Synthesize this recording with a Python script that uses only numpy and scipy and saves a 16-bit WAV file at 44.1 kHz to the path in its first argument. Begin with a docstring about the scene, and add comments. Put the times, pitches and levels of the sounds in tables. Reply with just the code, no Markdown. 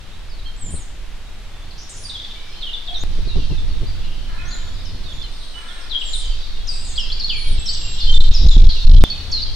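"""A garden among trees. Wild birds whistle down-slurs and chips and shake their pitch into thin buzzes, all
scattered into echoes by trunks and leaves. Farther off are a chorus, one soft hoot and a cawing crow, over the
steady hiss of foliage. Wind eddies rumble on the microphone and fingers bump its case; late on, a gust
overloads it and chops up the song. At two edit cuts, a low swell and the echoes stop short with a click."""
import sys
import numpy as np
from scipy import signal
from scipy.fft import rfft, irfft, next_fast_len
from scipy.io import wavfile
from scipy.ndimage import uniform_filter1d, map_coordinates

SR = 44100
rng = np.random.default_rng(int(sys.argv[2]) if len(sys.argv) > 2 else 0)


def waveform_to_disk(signal):
    """Save audio, clipped to [-1, 1], as 16-bit WAV at the path in sys.argv[1]."""
    frames = np.transpose(np.atleast_2d(signal))
    scaled = np.clip(frames, -1, 1) * 32767
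    samples = np.round(scaled).astype(np.int16)
    wavfile.write(sys.argv[1], SR, samples)


N = 421155

# Colour of the hiss. Each row: frequency in Hz, relative spectral density in dB.
HISS_SPECTRUM = [(40, -27), (90, 6), (170, 5), (300, 2), (600, 0), (1500, -1), (3500, -1), (6000, -9.5),
                 (9000, -15.5), (12000, -21), (15500, -32)]
# A tiny bird lisps up, slurs down, buzzes and falls away. Each row: time in seconds, relative level in dB.
TINY_BIRD = [(0.608, -36.5), (6.037, -39)]
SYLLABLE_S = 0.09
# Edit cuts. Each row: time in seconds, signal value just before the cut in full-scale units.
EDIT_CUTS = [(3.037, 0.15), (9.039, -1.4)]


def amp(db):
    """Decibels to amplitude ratio."""
    return 10 ** (np.asarray(db) / 20)


def unit(x):
    """Normalisation to rms 1."""
    return x / np.sqrt(np.mean(x ** 2) + 1e-20)


def along(points, hz):
    """Interpolation of (Hz, value) points on a logarithmic frequency axis."""
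    f, v = np.transpose(points)
    return np.interp(np.log(hz + 1), np.log(f + 1), v)


def curves(rows):
    """Linear interpolation in time: one value per sample for each column after the first."""
    s, *cols = np.transpose(rows)
    return [np.interp(np.arange(N) / SR, s, c) for c in cols]


def wobble(rate, size):
    """Smooth random modulation: a spline with rate knots a second."""
    knots = rng.standard_normal(int(size * rate / SR) + 4)
    return map_coordinates(knots, [np.arange(size) * rate / SR])


def filtered(x, response):
    """Linear filtering: the spectrum times a frequency response."""
    m = next_fast_len(N + SR // 4)
    return irfft(rfft(x, m) * response(np.fft.rfftfreq(m, 1 / SR)), m)[..., :N]


def noise(spectrum, channels):
    """Uncorrelated coloured noises of rms 1."""
    return unit(filtered(rng.standard_normal((channels, N)), lambda hz: amp(along(spectrum, hz))))


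def add(track, s, sound):
    """Superposition of a sound on a track at s seconds."""
    start = int(np.clip(round(s * SR), 0, N - 1))
    track[..., start:start + sound.shape[-1]] += sound[..., :N - start]


def progress(length):
    """Normalised time, 0 to 1 over length seconds."""
    return np.linspace(0, 1, max(int(length * SR), 32))


def swell(u, rise, fall):
    """An envelope of rms 1; rise and fall are shares of the duration."""
    onset = np.sin(np.pi / 2 * np.clip(u / rise, 0, 1))
    release = np.sin(np.pi / 2 * np.clip((1 - u) / fall, 0, 1))
    return unit(onset * release)


def phase(hz):
    """Phase as the integral of frequency."""
    return 2 * np.pi * np.cumsum(hz) / SR


def narrowed(pair, correlation):
    """Mid-side mixing makes two unrelated channels partly correlated."""
    angle = np.arccos(correlation) / 2
    mid, side = np.cos(angle) * pair[0], np.sin(angle) * pair[1]
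    return np.array([mid + side, mid - side])


def hiss(drift_db=0.3):
    """Far foliage and microphone noise add up to broadband noise, partly coherent between the sides."""
    # Each row: frequency in Hz, left-right correlation.
    coherence = [(100, 0.78), (700, 1), (2000, 0.66), (5000, 0.079), (12000, 0.65)]
    # Each row: time in seconds, level in dB.
    levels = [(0, -45.5), (2.9, -43.5), (8.5, -43.5), (9.15, -41.5), (9.55, -42.5)]
    a, b = noise(HISS_SPECTRUM, channels=2)
    angle = lambda hz: np.arccos(along(coherence, hz)) / 2
    mid = filtered(a, lambda hz: np.cos(angle(hz)))
    side = filtered(b, lambda hz: np.sin(angle(hz)))
    return amp(curves(levels)[0] + drift_db * wobble(8.6, N)) * np.array([mid + side, mid - side])


def wind(flutter_db=-2, lean_db=-5, shed_jitter=0.255, port_db=2.0):
    """Turbulence and vortex shedding at the microphone's ports: slow pressure swings, fine flutter."""
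    # Each row: time in seconds, buffeting level in dB, relative flutter level in dB.
    breeze = [(0.0, -33.5, -39), (0.45, -24.5, -44), (2.1, -33, -42.5), (2.8, -26, -55),
              (3.1, -16.5, -29.5), (3.6, -16, -29), (4.3, -22.5, -35.5), (5.03, -24, -32.5),
              (5.7, -29.5, -56), (6.3, -15.5, -55), (6.8, -21, -40), (7.9, -20, -35), (8.5, -5.5, -41),
              (9.15, -25, -32.5), (9.55, -16.5, -34)]
    # Gusts straight onto the ports. Each row: start and length in seconds, shedding rate in Hz,
    # buffeting level in dB, relative flutter level in dB.
    gusts = [(0.608, 0.21, 20, -28.5, -35.5), (7.462, 0.13, 19.5, -11.5, -34),
             (8.027, 0.25, 14.5, -6.5, -40), (8.394, 0.11, 24.7, -6, -24), (8.55, 0.145, 24, -1, -23.5),
             (8.848, 0.19, 23.5, 0.5, -24)]
    # Hard buffets that push or suck. Each row: start and length in seconds,
    # nominal peak pressure in full-scale units, relative flutter level in dB.
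    blows = [(8.175, 0.034, 1.05, -38), (8.287, 0.03, -1.7, -21), (8.452, 0.015, 1.66, -18),
             (8.567, 0.013, -1.88, -6), (8.642, 0.027, 1.25, -33), (8.668, 0.027, -1, -35)]
    # Each row: time in seconds, weight from 0 to 1 of the rumble that the ports do not share.
    unshared = [(0, 0.34), (2.9, 0.32), (3.1, 0.88), (5.5, 0.32), (7.6, 0.63), (8.1, 0), (9.55, 0.56)]
    # Spectra of large and of small eddies. Each row: frequency in Hz, relative density in dB.
    buffet_spectrum = [(8, 0.5), (16, 11), (26, -0.5), (45, -9), (70, -23), (110, -33), (200, -54),
                       (400, -63), (1000, -110)]
    flutter_spectrum = [(30, -42), (70, 9.5), (120, -2), (200, -10.5), (400, -20.5), (800, -32),
                        (2000, -58)]
    buffet_db, fine_db = curves(breeze)
    direct, flutter_gain = np.zeros(N), amp(fine_db + flutter_db)
    for s, length, shed_hz, db, eddy_db in gusts:
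        u = progress(length)
        shedding = np.sin(phase(shed_hz * (1 + shed_jitter * wobble(40.6, len(u)))))
        add(direct, s, amp(db) * unit(swell(u, rise=0.078, fall=0.067) * shedding))
        add(flutter_gain, s, amp(eddy_db) * unit(np.abs(np.sin(np.pi * u)) ** 0.8))  # peaks mid-gust
    for s, length, push, eddy_db in blows:
        lump = np.sin(np.pi * progress(length))
        add(direct, s, push * lump)
        add(flutter_gain, s, amp(eddy_db) * lump)
    direct = direct * amp(port_db * np.array([wobble(70, N), wobble(70, N)]))  # ports are hit unequally
    own = curves(unshared)[0]
    lean = amp([[lean_db / 2], [-lean_db / 2]])
    at_ports = lambda x: np.sqrt(1 - own ** 2) * x[0] + own * lean * x[1:]
    swings = noise(buffet_spectrum, channels=3)
    swings /= np.sqrt(np.abs(uniform_filter1d(swings ** 2, SR // 12)) + 0.028)  # evens their strength
    flutter = noise(flutter_spectrum, channels=3)
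    return direct + amp(buffet_db) * at_ports(swings) + flutter_gain * at_ports(flutter)


def flock(count=150, centre_hz=3600, spread=0.19, distance_db=2):
    """Incoherent summation: slurs of birds at many distances merge into one band of rms 1."""
    out = np.zeros(N)
    for (when, span, drop), (pitch, near) in zip(rng.random((count, 3)), rng.standard_normal((count, 2))):
        knee = centre_hz * np.exp(spread * pitch)
        note = slur(0.0312 + 0.0545 * span, knee * (1 + 0.25 * drop), knee, knee * (1 - 0.0616 * drop))
        add(out, when * N / SR, amp(distance_db * near - 1.5 * pitch ** 2) * note)
    return unit(out)


def trees(x, early_db=3, early_s=0.007):
    """Multiple scattering by trunks and leaves: dense near echoes, then an exponential tail."""
    # Each row: frequency in Hz, time in seconds for the tail to fall 60 dB.
    decay_times = [(500, 0.36), (3500, 0.57), (6000, 1), (10000, 0.13)]
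    hz, t, spectra = signal.stft(rng.standard_normal((2, SR)), SR, nperseg=256)
    decay = amp(-60 * t / along(decay_times, hz)[:, None])
    early = 1 + amp(early_db) * np.exp(-t / early_s)
    onset = 1 - np.exp(-t / 0.00051)
    tail = signal.istft(spectra * decay * early * onset, SR, nperseg=256)[1]
    return signal.fftconvolve(x[None], tail / np.linalg.norm(tail[0]), axes=1)[:, :N]


def chorus(gain_db=-4, wash_db=-2):
    """A diffuse field: three reverberant flocks over song so distant that it merges into noise."""
    # Song from deep in the wood. Each row: frequency in Hz, relative spectral density in dB.
    wash_spectrum = [(1500, -56), (2300, -14.5), (2900, -2), (3700, 6.5), (4600, 0), (5600, -3),
                     (7000, -16), (11000, -34)]
    # Each row: time in seconds, relative level in dB.
    levels = [(0.0, -45.5), (1.3, -59), (2.2, -37.5), (3.0, -39.5), (3.4, -34.5), (3.8, -39.5),
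              (5.93, -36.5), (6.12, -29.5), (6.6, -35.5), (7.07, -35.5), (8.51, -25), (9.0, -26),
              (9.2, -32), (9.55, -36)]
    flocks = unit(sum(trees(flock()) for _ in range(3)))
    wash = amp(wash_db) * noise(wash_spectrum, channels=2)
    return amp(curves(levels)[0] + gain_db) * unit(flocks + wash)


def slur(length, start, knee, end, waver=0.014, flutter_db=3.0, detune_db=-26,
         snap_s=0.00632, snap_share=0.0524, fade_db=-1):
    """A glide through resonance: the pitch snaps to a knee, where the throat rings best, and slides on."""
    u = progress(length)
    snap = np.exp(-u * length / (snap_s + snap_share * length))
    hz = knee + (end - knee) * u + (start - knee) * snap
    steadying = min(1, 0.042 / length)  # long notes waver less
    tone = np.sin(phase(hz * (1 + waver * steadying * wobble(331, len(u)))))
    level_db = detune_db * np.abs(np.log(hz / knee)) + fade_db * u + flutter_db * wobble(138.4, len(u))
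    return unit(swell(u, rise=0.018, fall=0.074) * amp(level_db)) * tone


def through_leaves(sound, share, spread_s=0.03):
    """Scattering by foliage near the bird smears a share of the note's energy in time."""
    t = np.arange(SR // 8) / SR
    smear = signal.fftconvolve(sound, rng.standard_normal(len(t)) * np.exp(-t / spread_s))
    smear *= np.linalg.norm(sound) / np.linalg.norm(smear)
    return np.sqrt(1 - share) * np.pad(sound, (0, len(t) - 1)) + np.sqrt(share) * smear


def whistles(sag_octaves_per_s=1.9, low_hz=7000, high_hz=8310, lisp_s=0.045):
    """Pure tones on pitch contours. Yields start in seconds, sound, relative level and pan in dB."""
    # Every row below opens with start and length in seconds. Levels are relative; pan is left over right.
    # Sharp chips. Then: first and knee pitch in Hz, level and pan in dB, share scattered by leaves.
    chips = [(4.508, 0.074, 5370, 4170, -38.5, 6, 0.04), (4.85, 0.066, 7000, 5180, -41, 17, 0.3),
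             (5.222, 0.07, 5400, 4160, -40, 4, 0), (6.671, 0.077, 7400, 4860, -30.5, -1, 0.13),
             (6.995, 0.062, 5860, 5120, -32.5, -1, 0.16), (7.197, .028, 5330, 4360, -25, -1, 0.05),
             (7.658, 0.078, 6360, 5140, -30, 2, 0.25), (7.999, .075, 5860, 4280, -28.5, -3, 0.4),
             (8.335, 0.062, 7370, 5080, -29, 2, 0.2), (8.68, 0.041, 5260, 4140, -25, -3, 0.8),
             (9.314, 0.093, 7840, 4300, -21, -2, 0.2)]
    # Mellow down-slurs. Then: knee pitch in Hz, level and pan in dB.
    down_slurs = [(0.295, 0.07, 4620, -45, 0), (0.37, 0.067, 3950, -45.5, 0), (1.708, 0.015, 4080, -40, 0),
                  (2.036, 0.024, 4750, -33.5, -7), (2.095, 0.012, 3650, -26, -1),
                  (2.142, 0.029, 3330, -29.5, -1), (2.191, 0.015, 3540, -30.5, -2),
                  (2.609, 0.017, 3950, -33, -1), (2.624, 0.027, 3290, -25.5, -1),
                  (2.659, 0.043, 2987, -29.5, -11), (2.73, 0.029, 3490, -25.5, 0),
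                  (2.874, 0.03, 3380, -27.5, 4), (2.942, 0.027, 3726, -25, -5),
                  (3.275, 0.04, 4040, -37, -3), (3.566, 0.031, 3580, -40.5, -2),
                  (5.034, 0.1, 3790, -36.5, -21), (5.225, 0.05, 3080, -38, -20),
                  (5.677, 0.046, 3456, -37, -22), (5.897, 0.02, 3980, -29, 22),
                  (5.916, 0.041, 3293, -25, 26), (6.011, 0.012, 2880, -22, 21),
                  (6.132, 0.028, 3735, -23.5, 21), (8.482, 0.087, 3640, -26.5, 20),
                  (8.94, 0.023, 4900, -34, 13), (9.418, 0.031, 4420, -23.5, 2)]
    # Ticks and short held notes. Then: pitch in Hz, level and pan in dB.
    pips = [(0.457, 0.057, 3190, -39.5, -22), (2.247, 0.0045, 3500, -26, -6),
            (2.307, 0.0057, 3580, -28, -3), (2.356, 0.12, 2303, -47, 4), (4.378, 0.063, 2530, -41, -18),
            (5.175, 0.055, 3494, -34.5, -26), (5.543, 0.072, 2970, -36, -23),
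            (5.948, 0.031, 3240, -20.5, 23), (7.101, 0.0069, 3390, -21.5, 1), (7.226, 0.026, 4320, -21, 0),
            (7.345, 0.084, 4330, -32, 2), (7.986, 0.076, 3484, -31, 17), (8.072, 0.05, 3130, -24.5, 4),
            (8.138, 0.039, 3600, -23.5, -4), (9.038, 0.024, 3530, -24, -3), (9.101, 0.015, 4380, -21.5, 1)]
    # Up-slurs. Then: knee pitch in Hz, level in dB.
    up_slurs = [(0.104, 0.08, 3770, -52), (2.961, 0.067, 6320, -44.5), (4.452, 0.14, 6710, -41.5),
                (6.956, 0.017, 4750, -31), (7.117, 0.016, 4560, -24.5), (7.284, 0.017, 4570, -24),
                (7.677, 0.03, 4510, -23), (8.191, 0.018, 3850, -25), (8.457, 0.076, 6800, -42.5)]
    # Small arched notes and long thin ones. Then: top pitch in Hz, level in dB.
    arches = [(0.442, 0.053, 4330, -44), (0.755, 0.023, 4250, -46), (3.856, 0.053, 4800, -43.5),
              (7.444, .055, 3310, -40)]
    thin_notes = [(0.52, .3, 3165, -57), (1.098, .3, 3785, -58), (1.51, 0.15, 3500, -53),
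                  (5.076, 0.19, 6800, -55), (7.065, 0.42, 7200, -51.5), (7.565, 0.23, 7700, -43),
                  (7.768, 0.186, 7570, -43.5), (7.808, 0.088, 2780, -40), (7.941, 0.36, 7600, -51)]
    # Loud falls. Then: last pitch in Hz, settling time in seconds, level in dB.
    swoops = [(6.971, 0.12, 2700, .014, -26.5), (7.289, 0.3, 2278, 0.021, -29.5)]
    for s, length, first, knee, db, pan, share in chips:
        yield s, through_leaves(chip(length, first, knee), share), db, pan
    for s, length, knee, db, pan in down_slurs:
        end = knee * 2 ** (-sag_octaves_per_s * length)
        note = slur(length, 1.17 * knee, knee, end, detune_db=-29, flutter_db=3.5,
                    snap_s=0.0018, snap_share=0.1536, fade_db=-1.5)
        yield s, note, db - 1, pan
    for s, length, hz, db, pan in pips:
        note = slur(length, hz, hz, hz, waver=0.017, flutter_db=3.5)
        yield s, through_leaves(note, share=0.044), db, pan
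    for s, length, knee, db in up_slurs:
        note = slur(length, 0.84 * knee, knee, 1.085 * knee, snap_share=0.18)
        yield s, through_leaves(note, share=0.1), db, 0
    for s, length, hz, db in arches:
        yield s, soft_note(length, hz, arch=0.132, wander=0.0047), db, 0
    for s, length, hz, db in thin_notes:
        yield s, soft_note(length, hz, arch=0.0049, wander=0.0023, flutter_db=5.5), db, 0
    for s, length, hz, settle_s, db in swoops:
        yield s, swoop(length, hz, settle_s), db, 0
    for s, db in TINY_BIRD:
        yield s - lisp_s, slur(lisp_s, low_hz, (low_hz + high_hz) / 2, high_hz), db - 12, -4
        yield s, slur(SYLLABLE_S, high_hz, low_hz, low_hz, snap_share=0.28), db, -4


def whistlers(gain_db=0.66, bounce_db=-16, bounce_spread_s=0.059):
    """Multipath interference: each near whistle meets three reflections off the ground and trunks."""
    out = np.zeros((2, N))
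    for s, sound, db, pan_db in list(whistles()):
        note = amp(db + gain_db) * unit(amp([[pan_db / 2], [-pan_db / 2]])) * sound
        add(out, s, note)
        for delay, *sides in rng.random(size=(3, 3)):
            reflection = amp(bounce_db) * (2 * np.array(sides) - 1)[:, None]
            add(out, s + 0.0055 + bounce_spread_s * delay, reflection * note)
    return out


def soft_note(length, top, arch, wander, flutter_db=1.0):
    """Random amplitude modulation makes a whistle tremble as its pitch follows a parabola."""
    u = progress(length)
    hz = top * (1 - arch * (2 * u - 1) ** 2 + wander * wobble(115.6, len(u)))
    tremble = amp(flutter_db * wobble(114, len(u)))
    return unit(swell(u, rise=0.16, fall=0.16) * tremble) * np.sin(phase(hz))


def fingers():
    """Structure-borne sound: fingers rub the microphone's case in short dull bursts."""
    # Each row: start in seconds, length in seconds, level in dB.
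    bumps = [(0.69, 0.018, -39), (0.738, 0.018, -21.5), (3.184, 0.015, -24), (3.27, 0.024, -25),
             (3.354, 0.055, -18), (3.388, 0.094, -31.5), (3.5, 0.054, -19.5), (3.812, 0.05, -23.5),
             (4.936, 0.041, -33)]
    # Response of the case. Each row: frequency in Hz, relative gain in dB.
    case_response = [(30, 23.5), (90, 17.5), (220, 6.5), (400, 2.5), (600, -10.5), (1200, -19), (4000, -79)]
    force = np.zeros(N)
    for s, length, db in bumps:
        add(force, s, amp(db) * swell(progress(length), rise=0.11, fall=0.88))
    return force * narrowed(noise(case_response, channels=2), correlation=0.48)


def buzz(length, start, end, swing, trill_hz=135, rough=0.68, flicker_db=1.5):
    """Fast, uneven frequency modulation spreads a thin tone into sidebands."""
    u = progress(length)
    trill = np.sin(phase(trill_hz * (1 + 0.165 * wobble(54.8, len(u)))))
    shake = trill + rough * wobble(1500, len(u))
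    tone = np.sin(phase((start + (end - start) * u) * (1 + swing * shake)))
    return swell(u, rise=0.14, fall=0.088) * unit(tone * amp(flicker_db * wobble(90, len(u))))


def buzzers(phrase_hz=8660, phrase_swing=0.05616, sizzle_hz=9770, sizzle_swing=0.0468):
    """Frequency-modulated calls: single buzzes, the end of the tiny bird's phrase, and high sizzles."""
    # Each row: start and length in seconds, first and last pitch in Hz, relative level in dB.
    buzzes = [(1.773, 0.067, 5240, 5940, -44.5), (1.892, 0.027, 7300, 7800, -39),
              (1.931, 0.06, 6830, 6050, -46), (4.003, 0.28, 2704, 3120, -48.5),
              (5.276, 0.59, 8730, 8540, -57), (6.676, 0.33, 8240, 7720, -46),
              (7.722, 0.034, 5570, 5290, -36), (6.838, 0.1, 7920, 6770, -42.5)]
    # Very high buzzes, held and then dropped. Each row: start and hold in seconds, relative level in dB.
    sizzles = [(1.958, 0.11, -49), (7.358, 0.18, -48)]
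    out = np.zeros(N)
    for s, length, start, end, db in buzzes:
        swing = 0.1512 / np.sqrt(1 + length / 0.04)  # the shorter, the wider
        add(out, s, amp(db - 1) * buzz(length, start, end, swing))
    for s, db in TINY_BIRD:
        add(out, s + SYLLABLE_S, amp(db - 2) * buzz(SYLLABLE_S, phrase_hz, phrase_hz, phrase_swing))
        fall = buzz(0.044, start=7660, end=6260, swing=phrase_swing / 2)
        add(out, s + 2 * SYLLABLE_S, amp(db - 11) * fall)
    for s, hold, db in sizzles:
        add(out, s, amp(db - 1) * buzz(hold, sizzle_hz, sizzle_hz, sizzle_swing))
        add(out, s + 0.6 * hold, amp(db - 1) * buzz(0.089, sizzle_hz, end=8400, swing=sizzle_swing))
    return out


def hoarse_phase(u, hz, arch=0.0608, jitter=0.0393):
    """Phase of an arching call; pitch jitter makes it hoarse."""
    return phase(hz * (1 + arch * (np.sin(np.pi * u) - 0.8) + jitter * wobble(265, len(u))))


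def hoot():
    """A fundamental without overtones gives a short, soft, low call."""
    # Each row: start and length in seconds, nominal pitch in Hz, relative level in dB.
    calls = [(2.875, 0.12, 706, -44)]
    out = np.zeros(N)
    for s, length, hz, db in calls:
        u = progress(length)
        add(out, s, amp(db) * swell(u, rise=0.16, fall=0.92) * np.sin(hoarse_phase(u, hz)))
    return out


def edit_clicks(build_s=0.078):
    """A discontinuity is broadband: at each edit cut a slow low swell stops abruptly, with a click."""
    t = np.arange(N) / SR
    return sum(step * np.exp(-((t - s) / build_s) ** 2) * (t < s) for s, step in EDIT_CUTS)


def crow():
    """Source and filter: seven hoarse harmonics weighted by the resonances of a fixed throat."""
    # Each row: start and length in seconds, nominal pitch in Hz, relative level in dB.
    caws = [(4.272, 0.46, 345.5, -47.5), (5.536, 0.48, 345.3, -49)]
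    # Each row: frequency in Hz, relative gain in dB.
    throat = [(350, -32), (680, -6), (1020, -1.5), (1400, 5.5), (1720, 3), (2100, -2), (3000, -8)]
    out = np.zeros(N)
    for s, length, hz, db in caws:
        u = progress(length)
        angle = hoarse_phase(u, hz)
        voice = sum(amp(along(throat, k * hz)) * np.sin(k * angle) for k in range(1, 8))
        add(out, s, amp(db) * swell(u, rise=0.059, fall=0.66) * unit(voice))
    return out


def chip(length, first, knee, end_ratio=0.78, snap_s=0.005, detune_db=-42, fade_db=-12, waver=0.01):
    """A hooked frequency sweep, weaker away from its knee: a steep drop, a shelf, a final droop."""
    u = progress(length)
    ratio = 1 + (first / knee - 1) * np.exp(-u * length / snap_s) + (end_ratio - 1) * u ** 3
    level_db = detune_db * np.abs(np.log(ratio)) + fade_db * u + 1.5 * wobble(200, len(u))
    tone = np.sin(phase(knee * ratio * (1 + waver * wobble(339, len(u)))))
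    return unit(swell(u, rise=0.01, fall=0.11) * amp(level_db)) * tone


def swoop(length, last, settle_s, first_hz=4100, throat_hz=3200, throat_width=0.075,
          tail_db=-13, fade_db=-22, waver=0.016, flutter_db=-0.5):
    """A sinking pitch rings out as it passes the throat's resonance, then lingers low and fades."""
    u = progress(length)
    glide = last + (first_hz - last) * np.exp(-u * length / settle_s)
    hz = glide * (1 + waver * wobble(288, len(u)))
    throat = amp(tail_db + fade_db * u) + 1 / (1 + (np.log(hz / throat_hz) / throat_width) ** 4)
    tremble = amp(flutter_db * wobble(165, len(u)))
    return unit(swell(u, rise=0.011, fall=0.35) * throat * tremble) * np.sin(phase(hz))


def birds(crow_db=4):
    """Direct and reverberant sound: near birds have both, the far crow only reverberation."""
    # Echo of the near birds. Each row: time in seconds, gain in dB.
    echo_levels = [(0, -6), (1.8, 2.5), (3, 1.5), (5, -5), (6, 2.5), (7.3, -2), (8, 2), (9.5, -2.5)]
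    caws, hoots = crow(), hoot()
    near = whistlers() + buzzers() + hoots
    into_trees = near.mean(0) * amp(curves(echo_levels)[0]) + amp(crow_db) * caws
    span = np.searchsorted([s for s, _ in EDIT_CUTS], np.arange(N) / SR)  # these echoes stop at each cut
    echoes = sum(trees(into_trees * (span == k)) * (span == k) for k in range(len(EDIT_CUTS) + 1))
    return near + narrowed(echoes + chorus(), correlation=0.2)


def scene():
    """Superposition of birds and hiss, wind and fingers at the microphone, and the edit clicks."""
    return birds() + hiss() + wind() + fingers() + edit_clicks()


def record(dry, knee=0.97, circuit_db=-53, top_hz=15800):
    """Saturation on gusts squeezes out the birds; faint circuit hiss and a band limit follow."""
    saturated = 0.05 * dry + 0.88 * dry / (1 + np.abs(dry / knee) ** 12) ** (1 / 12)
    circuit_hiss = amp(circuit_db) * noise(HISS_SPECTRUM, channels=2)
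    return filtered(saturated + circuit_hiss, lambda hz: hz < top_hz)


dry = scene()
out = record(dry)
waveform_to_disk(out)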